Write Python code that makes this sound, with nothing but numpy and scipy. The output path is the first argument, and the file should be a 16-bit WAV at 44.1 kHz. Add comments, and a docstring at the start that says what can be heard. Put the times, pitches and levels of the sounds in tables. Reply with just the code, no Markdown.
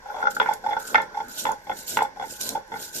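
"""Soft knocks of stone on stone come first, over faint room noise, and soon grow into loud rattling bursts.
A stone roller pushed to and fro over a pitted slab on a hard floor: knocks and pit bumps drive the slab's
dull modes, and the harder contacts add dry cracks and a crunchy rasp. Flickering grains and noise make the
grit hiss of sliding, with seeds cracking, a narrow hum and a brief moan; low grumbles come through the floor."""
import sys
import numpy as np
from scipy import signal
from scipy.fft import rfft, irfft
from scipy.io import wavfile
from scipy.ndimage import uniform_filter1d

SR = 44100
rng = np.random.default_rng(int(sys.argv[2]) if len(sys.argv) > 2 else 0)


def unload_wav(signal):
    """Save mono or channel-first audio to the path in sys.argv[1] as 16-bit WAV at rate SR, clipped to [-1, 1]."""
    wavfile.write(
        sys.argv[1],
        SR,
        np.round(np.clip(np.atleast_2d(signal).T, -1, 1) * 32767).astype(np.int16),
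    )


N = 132300

# Steady room noise, relative spectrum: pitch_hz [Hz], density_db [dB per Hz]
AIR_SPECTRUM = [(12, -24), (20, 13), (161, -1), (526, -19), (711, -46.5), (839, 14.5), (1200, -13),
                (1670, 9), (2590, -12.5), (4000, -12), (5800, -7.5), (8200, -25.5), (11700, -41),
                (14200, -40), (15600, -75)]
AIR_DB = -51
# Grumble through the floor: time_s [s], level_db [dB]
RUMBLE_LEVEL = [(0.0, -56), (0.04, -69), (0.3, -49.5), (0.34, -49), (0.4, -43.5), (0.53, -49), (0.59, -61),
                (0.66, -47), (0.85, -51.5), (0.96, -37), (1.1, -54.5), (1.19, -50.5), (1.29, -52),
                (1.33, -56), (1.46, -40.5), (1.53, -45), (1.56, -54), (1.65, -58.5), (1.7, -43.5),
                (1.85, -58), (1.98, -35.5), (2.15, -60), (2.21, -48), (2.33, -48.5), (2.37, -66),
                (2.41, -48), (2.51, -40.5), (2.58, -43), (2.65, -72), (2.7, -51), (2.73, -41), (2.91, -59),
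                (2.97, -42), (3.0, -47.5)]
# Relative spectrum of the grumble: pitch_hz [Hz], density_db [dB per Hz]
RUMBLE_SPECTRUM = [(50, -35), (100, -3.5), (200, 1.5), (400, 3.5), (650, 2), (1200, -33)]
# Brief low moans while sliding: start_s [s], length_s [s], starting pitch_hz [Hz], level_db [dB]
MOAN_EVENTS = [(1.229, 0.098, 224, -46.5)]

# Hiss of the sliding roller, before flicker and patches: time_s [s], level_db [dB]
SLIDE_LEVEL = [(0.0, -66.5), (0.22, -54), (0.29, -71), (0.31, -35), (0.34, -54), (0.35, -38.5), (0.39, -51),
               (0.53, -54), (0.54, -34.5), (0.55, -58), (0.59, -65.5), (0.71, -54.5), (0.78, -63),
               (0.8, -40), (0.84, -46.5), (0.88, -33), (0.9, -42), (0.94, -44.5), (1.01, -68), (1.02, -51),
               (1.09, -73), (1.17, -57), (1.28, -57.5), (1.29, -45.5), (1.37, -38.5), (1.39, -27),
               (1.5, -50), (1.54, -60), (1.57, -65), (1.72, -55), (1.79, -37.5), (1.86, -48.5), (1.88, -33),
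               (1.91, -29.5), (1.98, -37.5), (2.0, -62), (2.03, -40), (2.05, -58), (2.1, -76), (2.2, -59.5),
               (2.31, -37.5), (2.39, -47), (2.41, -30.5), (2.46, -32.5), (2.51, -37.5), (2.62, -69),
               (2.73, -58), (2.83, -32.5), (2.92, -50.5), (2.95, -31), (2.97, -31), (3.0, -36.5)]
# Relative spectrum of the hiss: pitch_hz [Hz], density_db [dB per Hz]
HISS_SPECTRUM = [(1060, -63), (1800, -12), (2140, -15), (2920, -6.5), (3880, -1), (4620, -3.5), (7170, -5),
                 (9540, -5.5), (13000, -0.5), (14200, -4.5), (14450, -41), (15600, -59)]
# Broad resonances of the grit: pitch_hz [Hz], width_hz [Hz], relative level_db [dB]
GRIT_RESONANCES = [(7070, 630, -1), (5650, 2600, -4.5)]
# Seeds cracking, as sudden lifts of the hiss: start_s [s], relative level_db [dB]
SEED_CRACKS = [(0.537, -27.5), (1.0183, -31.5), (1.284, -32), (1.5184, -22), (1.88, -30.5), (2.0254, -25.5),
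               (2.412, -14.5), (2.4241, -28), (2.4655, -25), (2.4913, -12)]
SEED_DECAY_S = 0.002
GRAINS_PER_S, GRAIN_SPREAD_DB = 4900, 5.5
SMOOTH_SHARE, FLICKER_DB = 0.79, 1.48  # share of fine noise against grains; rms flicker of the hiss
PATCH_DB, PATCH_HZ, PATCH_S = 3, 900, .012  # uneven grit: the hiss brightens and dulls in patches
HUM_HZ, HUM_WIDTH_HZ = 1501, 52
HUM_DB, HUM_FOLLOW = -50.5, 0.43  # level when the hiss is at -45 dB; dB of hum per dB of hiss

# Likeness of left and right: pitch_hz [Hz], likeness [0 to 1]
STEREO_LIKENESS = [(25, .5), (60, .9), (150, .97), (400, .75), (1500, .7), (4000, .5), (12000, .5)]
# Phase by which left leads right: pitch_hz [Hz], lead_rad [radians]
STEREO_LEAD = [(0, 0), (400, 0), (1500, 1.5), (3450, 8.9), (5510, 10.4), (7840, 28.6), (12800, 45.8)]
# Balance: pitch_hz [Hz], left minus right level_db [dB]
STEREO_TILT = [(100, -0.5), (500, -1), (1500, -1), (4200, -1.5), (5800, -5), (7300, -5), (9000, 1.5),
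               (14000, -2.5)]
ROOM_DB, ROOM_T60_S = -8.5, 0.18

# Dry stone crack, relative spectrum: pitch_hz [Hz], density_db [dB per Hz]
CRACK_SPECTRUM = [(200, -16.5), (500, 0.5), (1200, 5), (2800, 2), (4000, -8.5), (6000, -26), (9000, -78),
                  (15000, -76)]
CRACK_DECAY_S = 0.0024
# Rasp of grit shaken by the rattle, relative spectrum: pitch_hz [Hz], density_db [dB per Hz]
RASP_SPECTRUM = [(1200, -26), (2200, 1.5), (3050, -9), (3450, 1.5), (3900, -4), (4600, -2), (5800, 1.5),
                 (7500, -23), (10000, -48)]
RASP_DB, RASP_FOLLOW = -41.5, 0.55  # level at the loudest rattle; power of the rattle it follows

# Roller bumping over the pits: time_s [s], relative level_db [dB],
# second_db and clatter_db [dB]: those mode groups against the level
ROLL_LEVEL = [(0.0, -54, -6, -14), (0.15, -36, -7, -15), (0.28, -33.5, -16, -13), (0.34, -74, -19, -24),
              (0.48, -32.5, 1, 3.5), (0.6, -47, -16, -37), (0.73, -49.5, 11, -15), (1.11, -45.5, -2, -20),
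              (1.24, -55, 10.5, -10), (2.0, -53, -33, 2), (2.1, -47, -15, -4), (2.25, -68, 2, -16),
              (2.49, -42.5, -10, -10), (2.66, -52.5, -20.5, -16), (2.79, -47, -4, -2), (3.0, -90, 6, -32.5)]
BUMPS_PER_S, BUMP_SPREAD_DB, BUMP_S = 1500, 2, .0001
# Knocks of roller on slab: start_s [s], relative level_db [dB],
# second_db, clatter_db, crack_db [dB]: those parts against the level,
# pitch_hz [Hz] favoured by the contact spot, contact_s [s] (held between 0.0002 and 0.005)
KNOCK_EVENTS = [(0.056, -25.5, -14.5, -37, -44, 817, 0.0017), (0.083, -27, -18, -38, -42, 820, 0.0015),
                (0.095, -19.5, -10.5, -35, -30, 818, 0.0043), (0.143, -17, -27, -30, -34, 758, 0.0012),
                (0.164, -20, -22, -22, -30, 890, 0.0019), (0.184, -18, -25, -30, -27, 833, 0.0013),
                (0.201, -19, -19, -20, -32, 852, 0.0018), (0.214, -18.5, -14, -19, -30, 780, 0.0016),
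                (0.225, -15, -4, -18.5, -34, 930, 0.0014), (0.239, -16, -29, -32, -48, 860, 0.00068),
                (0.253, -14.5, -4.5, -20, -44, 820, 0.0013), (0.269, -14, 4, -12, -19, 815, 0.0014),
                (0.366, -24.5, 0.5, -13, -21, 830, 0.00048), (0.399, -2, -14.5, -21, -16.5, 958, 0.00083),
                (0.413, -4.5, -21, -17, -18, 919, 0.0011), (0.426, -12.5, -31, -13, -20, 866, 0.00089),
                (0.459, -11, -16, -21, -25, 964, 0.00066), (0.487, -7.5, -30, -25, -45, 872, 0.0014),
                (0.509, -8, -23, -32, -53, 905, 0.0019), (0.523, -16, -18.5, -15.5, -47, 820, 0.0023),
                (0.637, -15.5, -15, -26, -42, 757, 0.0057), (0.661, -9.5, -22, -23, -44, 864, 0.0023),
                (0.685, -12, -39, -27.5, -53, 865, 0.0017), (0.707, -14.5, -22, -19, -38, 810, 0.0015),
                (0.717, -7, -28, -27, -36, 822, 0.0037), (0.731, -12, -17, -13.5, -33, 822, 0.00055),
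                (0.765, -11.5, -9.5, -22, -44, 873, 0.0022), (0.944, -6, -6.5, -9, -9.5, 874, 0.0022),
                (0.954, -6, -5.5, 0, -16.5, 791, 0.00083), (0.98, -7.5, -16, -21, -21, 884, 0.00072),
                (0.998, -9, -30, -15, -32, 904, 0.0016), (1.019, -19.5, -21, -12, -35, 861, 0.0034),
                (1.141, -17, -19, -18, -50, 802, 0.0054), (1.17, -13, -30, -25.5, -45, 870, 0.0026),
                (1.201, -13.5, -23.5, -20.5, -39, 852, 0.0021), (1.452, -7, -19, -24, -15, 937, 0.0008),
                (1.465, -6.5, -22, -18.5, -24.5, 933, 0.002), (1.488, -7.5, -23.5, -28, -40, 890, 0.002),
                (1.508, -8.5, -23.5, -54, -40, 904, 0.0015), (1.519, -14.5, -15, -29, -45, 896, 0.0035),
                (1.552, -31, -28, -39, -42, 830, 0.0003), (1.668, -22, -32, -21, -33, 816, 0.0013),
                (1.694, -8.5, -22.5, -25.5, -30, 803, 0.0018), (1.713, -13, -15.5, -15, -24, 793, 0.0022),
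                (1.97, -7, -16, -13.5, -11, 916, 0.00095), (1.988, -13.5, -13, -12, -11.5, 842, 0.00078),
                (2.004, -7, -39, -15, -25, 948, 0.0024), (2.02, -10, -21, -19.5, -26, 846, 0.00072),
                (2.048, -16, -17.5, -27, -34, 884, 0.0014), (2.16, -19.5, -23, -34, -38, 787, 0.0094),
                (2.196, -11.5, -25, -26, -42, 781, 0.0011), (2.212, -19, -21, -19.5, -47, 822, 0.00064),
                (2.222, -13.5, -20, -28, -29, 776, 0.0017), (2.236, -19, -38, -16.5, -28, 890, 0.0024),
                (2.55, -9.5, -23, -28, -33, 870, 0.003), (2.57, -17, -17.5, -34, -45, 830, 0.00096),
                (2.717, -19, -16, -14.5, -28, 872, 0.0019), (2.737, -17, -17, -14.5, -33, 828, 0.0019),
                (2.757, -21.5, -12, -14, -26, 826, 0.0014)]
# Slab modes: pitch_hz [Hz], relative level_db [dB], t60_s [s], left minus right pan_db [dB],
# left lead_rad [radians], group [a first, b second, c clatter, d high]
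SLAB_MODES = [(318, -21, 0.079, 3, -0.5, "a"), (444.6, -14, 0.15, 3, -5.5, "a"),
              (531, -5, 0.078, -12.5, -2, "a"), (603.2, -9.5, 0.087, 7.5, 1, "a"),
              (753.4, -9.5, 0.055, 6, -0.6, "a"), (826.5, -5.5, 0.09, 2.5, 0.67, "a"),
              (875.9, -2, 0.051, -3, 0.2, "a"), (986, -6, 0.042, -7.5, 1.36, "a"),
              (1062.7, -9.5, 0.088, 5, 0.85, "a"), (1443, 2, 0.044, 5.5, 4.5, "b"),
              (1486, -5, 0.024, -24, -1, "b"), (1785, -3.5, 0.077, 0, -3, "c"),
              (1962, -6, 0.024, -12.5, -4.5, "c"), (2105, -2.5, 0.027, -7, 1.5, "c"),
              (2189, -7, 0.04, 1.5, 1.5, "c"), (1362, -5.5, 0.036, 13.5, 3, "b"),
              (3428, -13.5, 0.03, 2.5, 4, "d")]
# Rough noise in each knock's push, as a share by mode group
KNOCK_GRIT = {"a": 0.86, "b": 0.13, "c": 0.59, "d": 3.3}
PICK_DB_PER_HZ, SPOT_DB = 0.17, 1.2  # loss away from the favoured pitch; chance spread of each mode's level
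# rms share of pitch, and pace in seconds, of the random drift in the pitch of each mode and of the hum
WANDER, WANDER_S = 0.007016, 0.03016

FULL_SCALE, EDGE_HZ = .95, 15600  # soft ceiling; top of the band


def amp(db):
    """Turns decibels into amplitude."""
    return 10 ** (np.asarray(db) / 20)


def evened(x):
    """Scales a signal to an rms of 1."""
    return x / np.sqrt(np.mean(abs(x) ** 2) + 1e-20)


def read(points, hz):
    """Reads a spectrum table between its points on a log pitch scale."""
    f, value = np.transpose(points)
    return np.interp(np.log(hz + 1), np.log(f + 1), value)


def curve(table, column):
    """Draws one column of a timed table as a line over the whole scene."""
    rows = np.array(table)
    return np.interp(np.arange(N) / SR, rows[:, 0], rows[:, column])


def sparse(per_s, spread_db):
    """Clicks at random moments, a few of them large."""
    size = amp(spread_db * np.minimum(rng.exponential(1, N), 5))
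    size = size * rng.choice([-1., 1.], N)
    return evened(size * (rng.random(N) < per_s / SR))


def ring(x, hz, width_hz):
    """One decaying resonance, as a complex signal."""
    r = np.exp(-np.pi * width_hz / SR)
    pole = r * np.exp(2j * np.pi * hz / SR)
    return 2 * signal.lfilter([1], [1, -pole], x + 0j)


def drift(span_s):
    """Slow random motion of rms 1."""
    size = max(3, round(span_s * SR))
    once = uniform_filter1d(rng.standard_normal(N), size)
    return evened(uniform_filter1d(once, size))


def waver(z, hz):
    """Lets the pitch of a complex ringing drift a little at random."""
    shift_hz = WANDER * hz * drift(WANDER_S)
    return z * np.exp(2j * np.pi * np.cumsum(shift_hz) / SR)


def patchy(x):
    """Random patches of level over time and pitch."""
    z = signal.stft(x, nperseg=256, noverlap=192)[2]
    field = rng.standard_normal(z.shape[:0:-1])
    field = uniform_filter1d(field, max(1, round(PATCH_S * SR / 64)), axis=0)
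    field = evened(uniform_filter1d(field, max(1, round(PATCH_HZ * 256 / SR)), axis=1))
    patched = signal.istft(z * amp(PATCH_DB * field.T), nperseg=256, noverlap=192)[1]
    return evened(patched[:, :N])


def stereo(pair, spectrum):
    """Colours two independent signals and mixes them into left and right with likeness, lead and tilt."""
    hz = np.fft.rfftfreq(N, 1 / SR)
    shared, other = rfft(pair) * amp(read(spectrum, hz))
    same = read(STEREO_LIKENESS, hz)
    right = same * shared + np.sqrt(1 - same ** 2) * other
    right = right * np.exp(-1j * read(STEREO_LEAD, hz))
    tilt = amp(read(STEREO_TILT, hz) / 2)
    return evened(irfft(np.array([shared * tilt, right / tilt]), N))


def air():
    """Faint room noise: steady coloured noise."""
    return amp(AIR_DB) * stereo(rng.standard_normal((2, N)), AIR_SPECTRUM)


def room(x):
    """Short tail of hard walls and floor: decaying noise that smears the near sound."""
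    t = np.arange(SR // 4) / SR
    tail = rng.standard_normal((2, len(t))) * amp(-60 * t / ROOM_T60_S) * (t > .003)
    tail = tail / np.linalg.norm(tail[0])
    return amp(ROOM_DB) * signal.fftconvolve(x, tail, axes=1)[:, :N]


def rumble():
    """The floor carries a low grumble of the strokes, built from dense filtered clicks."""
    low = np.array([sparse(600, 2.5) for _ in "LR"])
    return stereo(low, RUMBLE_SPECTRUM) * amp(curve(RUMBLE_LEVEL, column=1))


def moans():
    """Short fuzzy low tones that rise in pitch, swell and fade, alike on both sides."""
    out, t = np.zeros(N), np.arange(N) / SR
    for start_s, length_s, hz, db in MOAN_EVENTS:
        since = t - start_s
        swell = np.sin(np.pi * np.clip(since / length_s, 0, 1))
        tone = np.sin(2 * np.pi * hz * since * (1 + 0.83 * since))
        fuzz = evened(ring(rng.standard_normal(N), hz, 40).real)
        out += amp(db) * swell * (tone + 0.58 * fuzz)
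    return out


def hum():
    """Narrow wavering resonance excited by clicks; its level follows the hiss."""
    tone = ring(sparse(900, 3.0), HUM_HZ, HUM_WIDTH_HZ)
    tone = evened(ring(tone, HUM_HZ, 3 * HUM_WIDTH_HZ))
    level_db = HUM_DB + HUM_FOLLOW * (curve(SLIDE_LEVEL, column=1) + 45)
    tone = waver(tone * amp(level_db), HUM_HZ)
    return np.array([(tone * np.exp(1.1j)).real * amp(3.5), tone.real * amp(-3.5)])


def slide():
    """Grit under the sliding roller: grains and fine hiss that flicker, with seeds cracking."""
    flicker = evened(uniform_filter1d(rng.standard_normal(N), 250))
    fine = SMOOTH_SHARE * rng.standard_normal((2, N))
    grains = np.array([sparse(GRAINS_PER_S, GRAIN_SPREAD_DB) for _ in "LR"])
    grit = fine + (1 - SMOOTH_SHARE) * grains
    grit = grit + sum(amp(db) * evened(ring(grit, hz, width).real) * .5
                      for hz, width, db in GRIT_RESONANCES)
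    level = amp(curve(SLIDE_LEVEL, column=1) + FLICKER_DB * flicker)
    t = np.arange(N) / SR
    for start_s, db in SEED_CRACKS:
        fade = np.exp(-np.maximum(t - start_s, 0) / SEED_DECAY_S)
        level = level + amp(db - 8) * (t > start_s) * fade
    return patchy(stereo(grit, HISS_SPECTRUM)) * level + hum()


def contact():
    """The dry crack of stone on stone at each knock: a decaying noise burst, coloured."""
    burst, t = np.zeros((2, N)), np.arange(900) / SR
    grit = rng.standard_normal((len(KNOCK_EVENTS), 2, 900))
    for (start_s, level_db, _, _, crack_db, *_), noise in zip(KNOCK_EVENTS, grit):
        crack = amp(level_db + crack_db + 4.0) * np.exp(-t / CRACK_DECAY_S) * noise
        burst[:, round((start_s + .001) * SR):][:, :900] += crack
    # The spectrum is doubled in dB because the minimum-phase step halves it
    hz = np.linspace(0, SR / 2, 512)
    doubled = amp(2 * read(CRACK_SPECTRUM, hz))
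    colour = signal.minimum_phase(signal.firwin2(1023, np.linspace(0, 1, 512), doubled))
    colour = colour / np.linalg.norm(colour)
    burst = np.array([burst[0], 0.41 * burst[0] + 0.53 * burst[1]])
    return signal.oaconvolve(burst, colour[None], axes=1)[:, :N]


def rasp(rattle):
    """Dense crunchy grain that swells with the rattle of the slab."""
    force = np.sqrt(abs(uniform_filter1d((rattle ** 2).mean(0), size=300)))
    grain = np.array([sparse(2500, 2.4) for _ in "LR"])
    swell = (force / force.max()) ** RASP_FOLLOW
    return amp(RASP_DB) * stereo(grain, RASP_SPECTRUM) * swell


def slab():
    """Knocks and bumps drive the modes; each mode reaches left and right with its own balance and phase."""
    bump = np.hanning(max(3, round(BUMP_S * SR)))
    bumps = evened(signal.oaconvolve(sparse(BUMPS_PER_S, BUMP_SPREAD_DB), bump)[:N])
    bumps = bumps * amp(curve(ROLL_LEVEL, column=1) - 34.5)
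    roll_db = {"a": 0, "b": curve(ROLL_LEVEL, column=2), "c": curve(ROLL_LEVEL, column=3), "d": 0}
    grit = uniform_filter1d(rng.standard_normal((len(KNOCK_EVENTS), 900)), size=9) * 3
    spot = rng.standard_normal((len(KNOCK_EVENTS), len(SLAB_MODES), 2))
    t, out = np.arange(900) / SR, np.zeros((2, N))
    for m, (hz, db, t60_s, pan_db, lead_rad, group) in enumerate(SLAB_MODES):
        # The bumps are narrowed to the region of this mode
        drive = ring(bumps, hz, hz / 2).real * (1 - np.exp(-np.pi * hz / 2 / SR))
        drive = drive * amp(roll_db[group])
        for k, knock in enumerate(KNOCK_EVENTS):
            start_s, level_db, second_db, clatter_db, _, pick_hz, contact_s = knock
            shape = t * np.exp(-t / np.clip(contact_s, 2e-4, .005))
            tone = np.sin(2 * np.pi * hz * t + .5 * spot[k, m, 0])
            push = shape / shape.sum() * (tone + KNOCK_GRIT[group] * grit[k])
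            pick_db = -PICK_DB_PER_HZ * min(abs(hz - pick_hz), 120)
            share_db = {"a": pick_db, "b": second_db, "c": clatter_db, "d": clatter_db / 2}[group]
            push_db = level_db + share_db + SPOT_DB * spot[k, m, 1] + 1.0
            drive[round(start_s * SR):][:900] += amp(push_db) * push
        width_hz = np.log(1000) / np.pi / t60_s
        z = amp(db) * waver(ring(drive, hz, width_hz), hz)
        left = (z * np.exp(1j * lead_rad)).real * amp(pan_db / 2)
        out += [left, z.real * amp(-pan_db / 2)]
    return out


def scene():
    """Sums the near sounds, adds their room tail and lays the room noise under them."""
    rattle = slab()
    near = rattle + rasp(rattle) + contact() + slide() + rumble() + moans()
    return near + room(near) + air()


def record(dry):
    """The loudest peaks saturate softly; then the band limit."""
    soft = dry / (1 + (abs(dry) / FULL_SCALE) ** 4) ** .25
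    low_pass = signal.firwin(1023, EDGE_HZ, window=("kaiser", 9), fs=SR)
    return .97 * signal.oaconvolve(soft, low_pass[None], "same")


dry = scene()
out = record(dry)
unload_wav(out)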